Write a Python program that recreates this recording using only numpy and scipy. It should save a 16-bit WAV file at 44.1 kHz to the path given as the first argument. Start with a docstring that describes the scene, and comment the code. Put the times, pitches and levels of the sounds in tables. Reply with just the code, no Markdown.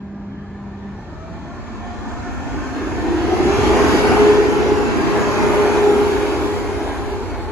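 """A transformer's hum drops away as an electric train's power car pulls past a phone on a platform.
Inverters sing, and cooling fans run up to a drone: each tone is a few wavering sine waves on one pitch.
Fan air, rumble and wheel roar are coloured noise that swells as each opening or part goes by.
Soft bumps and brief wheel moans are narrow bands of noise; the station echoes the tones, bumps and moans."""
import sys
import numpy as np
from scipy import signal
from scipy.io import wavfile
from scipy.ndimage import uniform_filter1d, map_coordinates

SR = 44100
rng = np.random.default_rng(int(sys.argv[2]) if len(sys.argv) > 2 else 0)


def store_pcm(level_fs):
    """Save levels as 16-bit WAV."""
    pcm = np.round(np.clip(level_fs, -1, 1) * 32767).astype(np.int16)
    wavfile.write(sys.argv[1], SR, np.atleast_2d(pcm).T)


N = 331191
TIME = np.arange(N) / SR
SPEED_M_S = 4.0  # the car rolls by at a steady speed
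MAIN_FAN_TOP_S = 3.63  # when the largest fan reaches its top speed


def undb(db):
    """Turn decibels into a gain to multiply by."""
    return 10 ** (np.asarray(db) / 20)


def ramp(start_s, duration_s):
    """Rise evenly from 0 to 1, then stay there."""
    return np.clip((TIME - start_s) / duration_s, 0, 1)


def bell(centre_s, length_s):
    """Swell smoothly from 0 to 1 and back."""
    return np.exp(-(2 * (TIME - centre_s) / length_s) ** 2)


def swells(rows):
    """Add up smooth level changes in dB, from rows of centre_s, length_s, change_db."""
    return sum(change_db * bell(centre_s, length_s) for centre_s, length_s, change_db in rows)


def stereo(mid, side):
    """Make left and right from what they share and what they do not."""
    return np.array([mid + side, mid - side])


def walk(rate_hz):
    """Wander at random: levels held for 1 / rate_hz seconds, then smoothed twice."""
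    hold = int(SR / rate_hz)
    held = rng.standard_normal(8192)[np.arange(N) // hold]
    smooth = uniform_filter1d(uniform_filter1d(held, hold), hold)
    return 1.196 * smooth  # brings the spread back near 1


def patches(rows, columns):
    """A smooth random pattern over frequency and time, spread near 1, with one cell per unit of each."""
    field = rng.standard_normal((256, 256))
    return 1.08 * map_coordinates(field, np.broadcast_arrays(rows, columns), order=1, mode="wrap")


def passing(sources, kind):
    """Level in dB of sources carried past: weaker by 1 / distance, and shaded by the car's body."""
    # extra loss as a source moves off; a negative one makes it fade less: kind of source: loss [dB per m]
    shade_db_per_m = {"roar": 0.77, "duct": 0.98, "hiss": 1.0, "sizzle": 1.9, "nose": 2.5, "wash": 3,
                      "gear": 0.3, "boom": 0.2, "fan": 0.6, "blower": -0.3, "whirr": 0.5, "inverter": -0.5}
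    power = 0
    for abreast_s, nearest_m, level_db in sources:
        distance_m = np.hypot(SPEED_M_S * (TIME - abreast_s), nearest_m)
        shaded_db = level_db - shade_db_per_m[kind] * (distance_m - nearest_m)
        power = power + (undb(shaded_db) * nearest_m / distance_m) ** 2
    return 10 * np.log10(power)


def turbulence(colour, alongside, ahead_side_db, tilt_db, flicker_db, wisps_db, skirt_db):
    """Coloured stereo noise of rms 1, whose width moves to the colour's own as alongside goes to 1."""
    frame = 2048  # samples in each short slice
    hz, frame_s, spectra = signal.stft(rng.standard_normal((2, N)), SR, nperseg=frame)
    points_hz, colour_db, side_db = np.transpose(colour)
    octave, points = np.log2(hz + 1)[:, None], np.log2(points_hz)
    near, tilt_db = np.interp(frame_s, TIME, alongside), np.interp(frame_s, TIME, tilt_db)
    # beyond the table's ends the sound falls by skirt_db per octave; the tilt is in dB per octave too
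    outside = np.abs(octave - np.clip(octave, points.min(), points.max()))
    shape_db = np.interp(octave, points, colour_db) - skirt_db * outside
    gain = undb(shape_db + tilt_db * (octave - points.mean()))
    gain = gain / np.sqrt(np.sum(gain ** 2, axis=0))
    # the power is shared between centre and sides
    width_db = near * np.interp(octave, points, side_db) + (1 - near) * ahead_side_db
    angle = np.arctan(undb(width_db))
    gains = gain * np.array([np.cos(angle), np.sin(angle)])
    # eddies make half-octave bands flicker
    eddies_db = flicker_db * patches(2 * octave, 22 * frame_s)
    # narrow bands get louder and softer at random from moment to moment
    ripple_db = wisps_db * np.array([patches(hz[:, None] / 70, 9 * frame_s) for _ in range(2)])
    shaped = spectra * gains * undb(eddies_db + ripple_db)
    mid, side = signal.istft(shaped, SR, nperseg=frame)[1][:, :N]
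    sound = stereo(mid, side)
    return sound / sound.std()


def rush(hz, width_hz, db, width):
    """A narrow band of air noise around a moving pitch, made by wandering a tone's size and phase."""
    mid, side = (walk(width_hz) + 1j * walk(width_hz) for _ in range(2))
    tone = np.exp(2j * np.pi * np.cumsum(hz) / SR)
    return undb(db) * np.real(stereo(mid, width * side) * tone)


def whine(hz, db, orders, scatter, flutter_hz, width):
    """Partials on one pitch; reflections off the moving car make each waver, the higher ones more."""
    phase, out = 2 * np.pi * np.cumsum(hz) / SR, 0
    for multiple, partial_db in orders:
        order = round(multiple)
        spread = scatter * order
        mid, side = (walk(flutter_hz) + 1j * walk(flutter_hz) for _ in range(2))
        centre = (1 + spread * mid) / np.sqrt(1 + 2 * spread ** 2)
        paths = stereo(centre, width * min(order, 2) * side)
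        out = out + undb(partial_db) * np.real(paths * np.exp(1j * order * phase))
    return np.sqrt(2) * undb(db) * out


def run_up(top_hz, top_s, octaves_per_s, full_db):
    """Pitch and level of a fan that gets louder as it gains speed; the passing bends its pitch down."""
    car_abreast_s, car_distance_m, sound_m_s = 5.35, 5.58, 343  # for the car's middle
    # the blade-passing pitch climbs by a steady ratio until top_s
    octaves = octaves_per_s * np.minimum(TIME - top_s, 0)
    along_m = SPEED_M_S * (TIME - car_abreast_s)
    doppler = 1 - SPEED_M_S / sound_m_s * along_m / np.hypot(along_m, car_distance_m)
    return top_hz * 2 ** octaves * doppler, full_db + 10.5 * octaves  # 10.5 dB per octave


def grilles():
    """Levels in dB of the roar, duct wash, hiss and main fan tone that leave the passing air openings."""
    # air openings: abreast_s [s], nearest_m [m], roar_db, duct_wash_db, hiss_db, main_fan_tone_db [dB]
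    openings = [(3.923, 1.675, -19, -17, -31.5, -21.5), (5.548, 3.51, -22.5, -19.5, -35, -22.5)]
    return [passing([(abreast_s, nearest_m, levels[k]) for abreast_s, nearest_m, *levels in openings], kind)
            for k, kind in enumerate(("roar", "duct", "hiss", "fan"))]


def main_fan():
    """Pitch and level of the largest fan, with the swells and the throb of its drone."""
    # the drone swells and dips as the car slides past: centre_s [s], length_s [s], change_db [dB]
    drone_swells = [(2.85, 0.29, 5), (3.13, 0.16, 14), (3.47, 0.078, 7), (3.66, .2, 2.5), (4.11, 0.086, -1),
                    (4.2, 0.11, 4.5), (4.295, 0.2, 11.5), (4.44, .08, 5.5), (4.72, 0.47, 4.5),
                    (5.0, 0.12, -9), (5.16, 0.06, 7.5), (5.3, 0.053, -9), (5.65, 0.23, 6),
                    (5.88, 0.16, 5.5), (5.998, 0.42, 5.5), (6.157, 0.12, 3.5), (6.37, 0.082, -24),
                    (6.64, 0.14, 1), (6.92, 0.12, -14)]
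    # it throbs while the grilles are alongside
    throb_hz, throb_db, throb_s, throb_for_s = 9.7, 3, 4.71, 1.1
    beat = np.cos(2 * np.pi * throb_hz * (TIME - throb_s))
    drone_db = grilles()[-1] + swells(drone_swells) + throb_db * bell(throb_s, throb_for_s) * beat
    return run_up(top_hz=415.2, top_s=MAIN_FAN_TOP_S, octaves_per_s=0.57, full_db=drone_db)


def thuds():
    """Soft, low bumps of the running gear, each a short swell of narrow noise."""
    # bumps: centre_s [s], length_s [s], pitch_hz [Hz], level_db [dB]
    bumps = [(1.307, 0.08, 190, -31.5), (1.72, 0.15, 240, -34), (1.896, 0.12, 230, -34)]
    return sum(bell(centre_s, length_s) * rush(pitch_hz * np.ones(N), 70, level_db, width=0.22)
               for centre_s, length_s, pitch_hz, level_db in bumps)


def wheels():
    """A flange rubs the rail and the wheel rings for a moment, as a narrow band of noise."""
    # brief moans: centre_s [s], length_s [s], pitch_hz [Hz], level_db [dB]
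    moans = [(3.332, 0.075, 737, -25.5), (5.48, 0.47, 608, -29)]
    return sum(bell(centre_s, length_s) * rush(pitch_hz * np.ones(N), 70, level_db, width=0.47)
               for centre_s, length_s, pitch_hz, level_db in moans)


def electrics():
    """The transformer's hum gives way to the inverters' switching tones, all at fixed pitches."""
    # partials of each: multiple of the pitch [ratio], level_db [dB]
    hum_orders = [(1, -0.5), (2, -16.5), (4, -21)]
    inverter_orders = [(1, -6.5), (2, -10), (3, -15.5)]
    # the hum is loud until its load is cut, then weak and fading
    hum_hz, start_db, cut_s, release_s, drop_db, fade_db_per_s = 200.2, -32.5, 0.934, 0.11, 19, 12
    hum_db = start_db - drop_db * ramp(cut_s, release_s) - fade_db_per_s * np.maximum(TIME - cut_s, 0)
    hum = whine(hum_hz * np.ones(N), hum_db, hum_orders, scatter=0.15, flutter_hz=14, width=0.08)
    inverter_hz = 597
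    inverter_db = passing([(2.34, 3.2, -45.5)], "inverter")  # abreast s, nearest m, dB
    inverters = whine(inverter_hz * np.ones(N), inverter_db, inverter_orders,
                      scatter=0.56, flutter_hz=18, width=0.17)
    return hum + inverters


def high_hiss():
    """Thin, high noise goes by with the nose; a slightly lower band carries before and after the car."""
    # colour of the nose's hiss: pitch_hz [Hz], level_db [dB per Hz, relative], side_minus_centre_db [dB]
    nose_colour = [(4270, -11, 0), (5600, -6.5, 0), (6600, -2, -2), (7230, 0, 6)]
    # where the lower hiss goes by: abreast_s [s], nearest_m [m], level_db [dB]
    far_passes = [(1.5, 2.3, -63), (7.3, 4, -55)]
    nose = turbulence(nose_colour, np.ones(N), ahead_side_db=0, tilt_db=np.zeros(N),
                      flicker_db=1.0, wisps_db=2.5, skirt_db=101)
    nose_db = passing([(2.66, 3.6, -51)], "nose")  # abreast s, nearest m, dB
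    far_hz, far_width_hz = 4150, 1000
    far = rush(far_hz * np.ones(N), far_width_hz, passing(far_passes, "hiss"), width=0.8)
    return undb(nose_db) * nose + far


def running_noise():
    """Rumble of the running gear, boom under the car, air through ducts and grilles, and wheel roar."""
    # noise colours alongside: pitch_hz [Hz], level_db [dB per Hz, relative], side_minus_centre_db [dB]
    rumble_colour, boom_colour = [(33.0, -14, -5), (42.6, -1.5, -7), (50.0, -7, 6), (59, -9, -14),
                                  (73, 0.5, -1.5), (96.5, 4.5, 4.5), (112.6, -8, 9)], [(113.6, -1.5, 7.5), (162, -0.2, 30), (198, 0.7, 18),
                                                  (242, 0.8, 13.5)]
    duct_colour, roar_colour = [(226, -2, -2), (263, 3, -7.5), (305, 5, -14), (393, 5.5, -18.5),
                                (480, -4.5, -22), (514, 2.5, -23), (531, -29, -16)], [(502, -8.5, -5), (593, -5.5, -7.5), (710, -4, -7.5),
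                                              (765, -3.5, -7), (787, -2.5, -7.5), (1050, -4, -9.5),
                                              (1120, -7.5, -10.5), (1430, -8.5, -5), (1610, -8, -3.5),
                                              (1970, -13.5, -3.5), (2150, -11.5, -3.5), (2653, -17.5, -7.5)]
    hiss_colour, sizzle_colour = [(3030, -19, 3.5), (3580, -20, 7), (3860, -24.5, -1), (4450, -23.5, 0.5),
                                  (4750, -22.5, 1), (5380, -25, 4), (6330, -25.5, -1.5), (7150, -26.5, -1)], [(7400, -31, 0), (8500, -33, 13), (10600, -36.5, -10),
                                                (12000, -40, -4), (13300, -42, 12), (15300, -54, 0)]  # the sizzle is the hiss's thin top
    # running gear, hollows under the car, outlets of the sizzle: abreast_s [s], nearest_m [m], level_db [dB]
    gear_passes, hollow_passes, sizzle_vents = [(2.5, 3.9, -32.5), (3.85, 2.1, -25), (6.9, 6.6, -28)], [(3.95, 2.22, -22.5), (5.3, 2.26, -22.5)], [(3.95, 1.16, -38),
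                                                                               (5.7, 3.8, -42)]
    # roar and hiss hold back, then swell near the grilles; the duct wash swells and dips:
    # centre_s [s], length_s [s], change_db [dB]
    roar_swells, duct_swells, hiss_swells = [(2.9, 1, -1.5), (3.55, 0.2, 0), (4.15, 0.24, 2), (5.4, 1, 1)], [(.5, 1, 5), (2.35, 0.6, -2),
                                                                  (4.65, 0.67, 2.5), (5.35, 0.32, -4)], [(3.1, .6, -1),
                                                                                       (3.58, .3, 1),
                                                                                       (5.55, 0.2, 0),
                                                                                       (6.3, 0.5, 1)]

    roar_db, duct_db, hiss_db, _ = grilles()
    # the rumble and boom start central, then spread to both sides
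    rumble_width = ramp(start_s=0.68, duration_s=0.67)
    boom_width = 0.81 * ramp(start_s=0.99, duration_s=0.72)
    # the air is widest while the grilles are alongside
    far_width, near_width = 0.25, 1.55
    air_width = far_width + (near_width - far_width) * bell(centre_s=4.6, length_s=6.2)
    # far sound is duller, and a slow fan's wash lies lower
    far_db = roar_db - roar_db.max()
    fan_hz, _ = main_fan()
    slowness = 1 - fan_hz / fan_hz.max()

    rumble = turbulence(rumble_colour, rumble_width, ahead_side_db=-16.0, tilt_db=0.02 * far_db,
                        flicker_db=0.0, wisps_db=0.6, skirt_db=46)
    boom = turbulence(boom_colour, boom_width, ahead_side_db=-34.0, tilt_db=0.022 * far_db,
                      flicker_db=2.0, wisps_db=2.5, skirt_db=67)
    duct = turbulence(duct_colour, air_width, ahead_side_db=-19.5, tilt_db=-13 * slowness,
                      flicker_db=2.0, wisps_db=1.5, skirt_db=67)
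    roar = turbulence(roar_colour, air_width, ahead_side_db=-11.0, tilt_db=0.1 * far_db,
                      flicker_db=0.58, wisps_db=3.0, skirt_db=43.0)
    hiss = turbulence(hiss_colour, air_width, ahead_side_db=4.5, tilt_db=0.19 * far_db,
                      flicker_db=0.84, wisps_db=4.3, skirt_db=132)
    sizzle = turbulence(sizzle_colour, air_width, ahead_side_db=-14.5, tilt_db=0.065 * far_db,
                        flicker_db=1.0, wisps_db=4.3, skirt_db=57)

    air = undb(roar_db + swells(roar_swells)) * roar
    air = air + undb(duct_db + swells(duct_swells)) * duct
    air = air + undb(hiss_db + swells(hiss_swells)) * hiss
    air = air + undb(passing(sizzle_vents, "sizzle")) * sizzle
    # the boom carries further along the platform than the roar
    under_car = undb(passing(gear_passes, "gear")) * rumble + undb(passing(hollow_passes, "boom")) * boom
    return under_car + air


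def fan_air():
    """Breathy bands that climb with the fans, and the grille's resonance, which is highest as it goes by."""
    # air churned by the main fan: multiple of its pitch [ratio], width_hz [Hz],
    # abreast_s [s], nearest_m [m], level_db [dB]
    fan_bands = [(1.08, 43, 2.37, 3.4, -37.5), (.96, 60, 3.44, 1.6, -27.5), (2.02, 50, 3.73, 0.79, -27.5),
                 (2.01, 40, 4.22, 1.8, -30), (2, 59.97, 5.5, 6.9, -32), (2.13, 70, 7.4, 4.4, -39),
                 (5.4, 149.9, 2.8, 3.5, -40.5)]
    # the smallest fan carries clearly while the nose is far off: centre_s [s], length_s [s], change_db [dB]
    whirr_swells = [(.35, 1.1, 6.5)]
    fan_hz, _ = main_fan()
    churn = sum(rush(multiple * fan_hz, width_hz, passing([source], "wash"), width=0.25)
                for multiple, width_hz, *source in fan_bands)
    # the smallest fan whistles in a band
    whirr_full_db = passing([(2.47, 2, -43.5)], "whirr") + swells(whirr_swells)  # abreast s, nearest m, dB
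    whirr_hz, whirr_db = run_up(top_hz=1750, top_s=0.65, octaves_per_s=0.22, full_db=whirr_full_db)
    whirr = rush(whirr_hz, 170, whirr_db, width=0.5)
    # the resonance rises on the approach and sinks again; its level follows the roar leaving the grilles
    grille_hz = 2354 + 442.6 * bell(centre_s=3.9, length_s=2.8)
    ring = rush(grille_hz, 440, grilles()[0] - 21.5, width=1.0)
    return churn + whirr + ring


def fans():
    """Two large cooling fans run up one after the other; a smaller blower reaches its speed first."""
    # partials of each fan: multiple of the pitch [ratio], level_db [dB]
    fan_orders, second_orders = [(1, -0.8), (2, -20.5)], [(1, 0)]
    blower_orders = [(1, 0), (2, -11)]
    # outlets of the second fan: abreast_s [s], nearest_m [m], level_db [dB]
    second_outlets = [(3.42, 1.0, -20), (5.85, 0.71, -25)]
    # the blower's tone swells and dips: centre_s [s], length_s [s], change_db [dB]
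    blower_swells = [(1.27, .25, 3), (1.6, 0.45, -5), (2.42, 0.084, -14), (2.6, 0.27, 2.5),
                     (2.88, 0.14, -16), (3.4, 0.32, 6)]

    fan_hz, fan_db = main_fan()
    # a gliding tone meets its own echoes at other pitches and flutters more
    scatter = np.where(TIME < MAIN_FAN_TOP_S, 0.34, 0.17)
    # as the car leaves, echoes take over from the drone and it wavers
    scatter = scatter + ramp(start_s=6.9, duration_s=1)
    direct = whine(fan_hz, fan_db, fan_orders, scatter=uniform_filter1d(scatter, size=SR // 4),
                   flutter_hz=35.82, width=0.093)
    # the canopy's share of the tone wavers, but its level changes slowly and lingers
    canopy_db = np.interp(TIME - 0.5, TIME, uniform_filter1d(fan_db, SR))
    # it also lags in pitch, which smears the run-up
    canopy_hz = np.interp(TIME - 0.15, TIME, fan_hz)
    canopy = whine(canopy_hz, canopy_db, fan_orders, scatter=0.8, flutter_hz=20, width=0.15)

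    second_hz, second_db = run_up(top_hz=383, top_s=3.73, octaves_per_s=0.54,
                                  full_db=passing(second_outlets, "fan"))
    second = whine(second_hz, second_db, second_orders, scatter=0.7, flutter_hz=33, width=0.14)

    blower_full_db = passing([(2.47, 3.5, -37.5)], "blower") + swells(blower_swells)  # abreast s, nearest m, dB
    blower_hz, blower_db = run_up(top_hz=704, top_s=1.62, octaves_per_s=0.35, full_db=blower_full_db)
    blower = whine(blower_hz, blower_db, blower_orders, scatter=1.3, flutter_hz=30, width=0.23)
    blower = blower * ramp(start_s=1.03, duration_s=0.1)
    return direct + undb(-11.5) * canopy + second + blower


def station(sound, echo_db):
    """Diffuse echoes from the canopy and the walls: the sound is smeared by fading noise."""
    t60_s = 0.86  # time for the echoes to fall by 60 dB
    t = TIME[:SR]
    tail = rng.standard_normal((2, SR)) * undb(-60 * t / t60_s) * (t > 0.02)
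    mid, side = tail / np.sqrt(np.sum(tail[0] ** 2))
    echoes = signal.fftconvolve(sound, stereo(mid, 0.3 * side), axes=1)[:, :N]
    return sound + undb(echo_db) * echoes


def scene():
    """The machinery's tones, with their echoes, inside the rush of the passing car."""
    echoing = station(thuds() + wheels() + electrics() + fans(), echo_db=-16.5)
    return high_hiss() + running_noise() + fan_air() + echoing


def record(dry):
    """The phone drops the deepest bass and cuts the top."""
    bass_hz, top_hz = 37, 15700
    fade_in = np.minimum(TIME / 0.005, 1)
    thin = signal.sosfilt(signal.butter(8, bass_hz, "high", fs=SR, output="sos"), dry * fade_in)
    return signal.sosfilt(signal.ellip(8, 0.2, 70, top_hz, fs=SR, output="sos"), thin)


dry = scene()
out = record(dry)
store_pcm(out)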